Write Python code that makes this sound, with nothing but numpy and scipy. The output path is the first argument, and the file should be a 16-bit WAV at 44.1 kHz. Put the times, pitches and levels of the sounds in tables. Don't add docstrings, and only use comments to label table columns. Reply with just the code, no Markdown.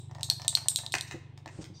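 import sys
import numpy as np
from scipy import signal
from scipy.fft import rfft, irfft
from scipy.io import wavfile

SR = 44100
rng = np.random.default_rng(int(sys.argv[2]) if len(sys.argv) > 2 else 0)


def unload_wav(signal):
    wavfile.write(
        sys.argv[1],
        SR,
        np.round(np.clip(np.atleast_2d(signal).T, -1, 1) * 32767).astype(np.int16),
    )


N = 79380
LEAD = round(0.1 * SR)
T = np.arange(SR // 8) / SR
# freq_hz, level_db
TICK_SPECTRUM = [(600, -14.5), (1800, 1.5), (3000, 2), (5200, 3), (8800, -5.5), (10200, -26), (15000, -19)]
TICK_T60_S = 0.017


def clacks(mix, treble_hz=6200, band_hz=(3320, 12200)):
    # start_s, level_db, wall (0 low-ringing side, 1 bright side), treble_db, room_db
    hits = [(-.075, -12, 0.81, -0.5, -7.5), (.2316, -10.5, 0.53, -7, -1), (.3002, -5, 0.012, -4.5, -6.5),
            (.4805, -8, 0.83, -0.5, -4), (.5518, -3.5, 0.082, -7, -6.5), (.6848, -9, 0.58, 6.5, -4),
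            (.7600, -7, 0.6, -3.5, -1.5), (.8641, -16, .75, -19.5, -6), (.9220, -17, 0.56, -10, 6),
            (.9277, -26, 0.39, 1, 3.5), (1.0100, -13.5, 0.55, -8, -4)]
    # freq_hz, low_side_db, bright_side_db, t60_s
    dome_modes = [(3670, -28.5, -29.5, .01), (3797, -26, 1, 0.0086), (4044, -19, -15, 0.021),
                  (4276, -1, -28, 0.012), (4780, -20.5, -25.5, 0.017), (5230, -26, -26, 0.0097),
                  (6800, -28.5, -15.5, 0.015), (7550, -23, -3, .008), (8060, -23.5, -4, 0.014),
                  (8350, -16, -10, 0.022), (9000, -18.5, -12.5, 0.013), (9000, -45, -24.5, 0.0063),
                  (11850, -11.5, -25.5, 0.0062)]
    # freq_hz, level_db
    crack_spectrum = [(2000, -9), (4000, 7), (6500, 6), (9000, 0.5), (11000, -12), (15000, 1.5)]
    for start_s, level_db, wall, treble_db, room_db in hits:
        modes = [(hz, low_db + wall * (bright_db - low_db) + treble_db * (hz > treble_hz), t60_s)
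                 for hz, low_db, bright_db, t60_s in dome_modes]
        crack = amp(-10 + treble_db / 2) * burst(crack_spectrum, t60_s=0.011)
        front = radiated(ring(modes, detune=0.01) + crack, band_hz)
        back = radiated(ring(modes, detune=0.01, opposed=True) + crack, band_hz)
        add(mix, start_s, amp(level_db) * in_room(front, room_db, send=back))


def trundle(mix, band_hz=(575, 2100), bumps_per_s=50):
    # start_s, level_db, tick_rel_db
    taps = [(.096, -51, -28), (.112, -42, -7.5), (0.149, -52.5, 8.5), (.154, -39.5, -17),
            (.184, -39.5, -13), (.195, -42.5, -9), (0.209, -40, 0.5), (.310, -41, 6.5), (0.3975, -38.5, -2),
            (0.418, -43.5, 8.5), (0.447, -35, -2.5), (0.461, -41.5, -18), (0.528, -40, -4),
            (0.5725, -40.5, 12), (0.659, -38.5, -14), (0.715, -48.5, 9), (.787, -37, 6.5),
            (.835, -40.5, -14), (0.846, -44.5, -15.5), (1.376, -53, 6.5), (1.4591, -34, -9)]
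    # freq_hz, level_db, t60_s
    base_modes = [(720, -1, 0.014), (928, -3, 0.021), (1123, -12.5, 0.005), (1796, -11.5, 0.045)]
    base = np.zeros(len(mix))
    for start_s, level_db, tick_db in taps:
        body = radiated(ring(base_modes, detune=0.04), band_hz)
        tick = amp(tick_db) * burst(TICK_SPECTRUM, TICK_T60_S)
        add(base, start_s, amp(level_db) * (body + tick))
    t = (np.arange(len(mix)) - LEAD) / SR
    rolling = (t > 0.11) & (t < 0.88)
    bumps = rng.standard_normal(len(t)) * (rng.random(len(t)) < bumps_per_s / SR) * rolling
    patter = signal.fftconvolve(bumps, radiated(ring(base_modes), band_hz))[:len(t)]
    mix += in_room(base + amp(-53) * patter, room_db=-4.5)[:len(t)]


def knocks(mix):
    # start_s, level_db, tick_rel_db, room_db
    contacts = [(.9403, -9.5, -17.5, -3.5), (.9517, -20.5, 0.5, -8), (.9835, -39, 10.5, -17),
                (1.067, -71, 10.5, 24), (1.1113, -26.5, -9.5, 2), (1.4775, -32.5, -13, -1.5),
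                (1.642, -46.5, 4, 2.5)]
    # freq_hz, level_db, t60_s
    casing_modes = [(399, -12.5, 0.075), (761, -14.5, 0.015), (1010, -15, 0.012), (1880, -13, 0.014),
                    (2054, -7, 0.0079), (2498, -10, 0.016), (3900, -29.5, 0.02), (6140, -10, 0.0033)]
    for start_s, level_db, tick_db, room_db in contacts:
        body = radiated(ring(casing_modes, detune=0.018), band_hz=(623, 7800))
        tick = amp(tick_db) * burst(TICK_SPECTRUM, TICK_T60_S)
        add(mix, start_s, in_room(amp(level_db) * (body + tick), room_db))


def thuds(mix, boom_hz=176.7, boom_t60_s=0.066, rise_s=0.0068):
    # start_s, level_db, boom_rel_db
    pushes = [(.9435, -35, -8), (1.1415, -27, -15), (1.466, -39.5, -7), (1.587, -28, -4),
              (1.696, -38, -0.5)]
    # freq_hz, level_db, t60_s
    wood_modes = [(266, -2.5, 0.03), (315, -1.5, 0.065), (407, -17.5, 0.031), (506, -7.5, 0.033),
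                  (734, -8.5, 0.018)]
    rise = np.minimum(T / rise_s, 1)
    for start_s, level_db, boom_db in pushes:
        modes = wood_modes + [(boom_hz, boom_db, boom_t60_s)]
        body = radiated(ring(modes, detune=0.042), band_hz=(86, 1900))
        add(mix, start_s, in_room(amp(level_db) * body * rise, room_db=-1.5))


def rubs(mix):
    # start_s, length_s, level_db, squeak_rel_db
    strokes = [(1.47, 0.23, -57, -32), (1.605, 0.037, -49.5, -6), (1.73, 0.088, -69.5, 11.5)]
    # freq_hz, level_db
    friction_spectrum = [(300, 3.5), (900, -6), (2000, -9.5), (3200, -13), (6000, -13.5), (8500, -9),
                         (11000, -43), (15000, -41)]
    # centre_hz, width_hz, level_db
    squeak_peaks = [(3690, 290, -10), (4750, 300, -3), (5780, 880, -8)]
    hz = np.fft.rfftfreq(SR, 1 / SR)
    peaks = sum(amp(db) / (1 + (2 * (hz - centre_hz) / width_hz) ** 2)
                for centre_hz, width_hz, db in squeak_peaks)
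    for start_s, length_s, level_db, squeak_db in strokes:
        friction = noise(friction_spectrum, SR)
        squeak = amp(squeak_db) * unit(irfft(rfft(rng.standard_normal(SR)) * peaks))
        swell = signal.windows.tukey(round(length_s * SR), 0.7)
        add(mix, start_s, amp(level_db) * swell * (friction + squeak)[:len(swell)])


def fan(rotation_hz=23.83):
    # harmonic, level_db
    partials = [(3, -68.5), (4, -50.5), (5, -49), (6, -50.5), (7, -67.5), (15, -74)]
    # time_s, gain_db
    waver = [(0, -0.5), (.22, 1.5), (.5, -2.5), (1.0, -4.5), (1.4, -4), (1.8, -7.5)]
    # freq_hz, level_db
    air_spectrum = [(25, -1), (60, 0.5), (120, 14.5), (220, 3), (350, 2.5), (550, -10.5), (950, -6.5),
                    (1300, -21), (3500, -17), (6000, -47), (9000, -41.5), (15000, -64.5)]
    t = np.arange(N) / SR
    hum = sum(np.sqrt(2) * amp(db) * np.cos(2 * np.pi * k * rotation_hz * t) for k, db in partials)
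    return hum * amp(np.interp(t, *np.transpose(waver))) + amp(-57.5) * noise(air_spectrum, N)


def in_room(x, room_db, send=None, onset_s=0.0092, early_t60_s=0.081, late_t60_s=0.95, late_top_hz=4800):
    # freq_hz, t60_s
    wall_t60 = [(150, 0.083), (700, 0.16), (2000, .3), (4200, 0.3), (8500, 0.3), (14000, 0.28)]
    # freq_hz, gain_db
    colour = [(150, 0), (1000, 2.5), (2500, -1), (4000, -3), (6000, 0), (8500, 1), (14000, 2)]
    size = SR * 3 // 4
    echoes = rng.choice([-1., 1.], size) * (rng.random(size) < 0.2)
    hz, frame_s, bands = signal.stft(echoes, SR, nperseg=128)
    hz = hz[:, None]
    walls = amp(-60 * frame_s / read(wall_t60, hz))
    late = amp(-13 - 60 * frame_s / late_t60_s) / (1 + (hz / late_top_hz) ** 4)
    tail = signal.istft(bands * amp(read(colour, hz)) * (walls + late), SR, nperseg=128)[1][:size]
    t = np.arange(size) / SR
    early = amp(6.5 - 60 * t / early_t60_s)
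    tail *= (1 + early) * np.minimum(t / onset_s, 1) ** 2
    out = signal.fftconvolve(x if send is None else send, amp(room_db) * tail / np.linalg.norm(tail))
    out[:len(x)] += x
    return out


def ring(modes, detune=0., opposed=False, scatter_db=1):
    jitter = rng.uniform(-1, 1, (len(modes), 2))
    parts = [amp(db + scatter_db * dg - 60 * T / t60_s) * np.sin(2 * np.pi * hz * (1 + detune * df) * T)
             for (hz, db, t60_s), (df, dg) in zip(modes, jitter)]
    return sum(-part if opposed and k % 2 else part for k, part in enumerate(parts))


def burst(spectrum, t60_s, rise_s=0.0004):
    return noise(spectrum, len(T)) * amp(-60 * T / t60_s) * np.minimum(T / rise_s, 1)


def radiated(x, band_hz):
    return signal.sosfilt(signal.butter(3, band_hz, "bandpass", fs=SR, output="sos"), x)


def noise(spectrum, size):
    hz = np.fft.rfftfreq(size, 1 / SR)
    return unit(irfft(amp(read(spectrum, hz)) * np.exp(2j * np.pi * rng.random(len(hz))), size))


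def read(points, hz):
    point_hz, value = np.transpose(points)
    return np.interp(np.log(hz + 1), np.log(point_hz), value)


def amp(db):
    return 10 ** (np.asarray(db) / 20)


def unit(x):
    return x / np.sqrt(np.mean(x ** 2) + 1e-20)


def add(mix, start_s, sound):
    part = mix[max(round(start_s * SR) + LEAD, 0):][:len(sound)]
    part += sound[:len(part)]


def scene():
    mix = np.zeros(LEAD + N)
    for source in (trundle, clacks, knocks, thuds, rubs):
        source(mix)
    return (mix[LEAD:] + fan())[None]


def record(dry, cutoff_hz=15900):
    lowpass = signal.firwin(255, cutoff_hz, window=("kaiser", 9), fs=SR)
    return signal.oaconvolve(dry, lowpass[None], "same")


dry = scene()
out = record(dry)
unload_wav(out)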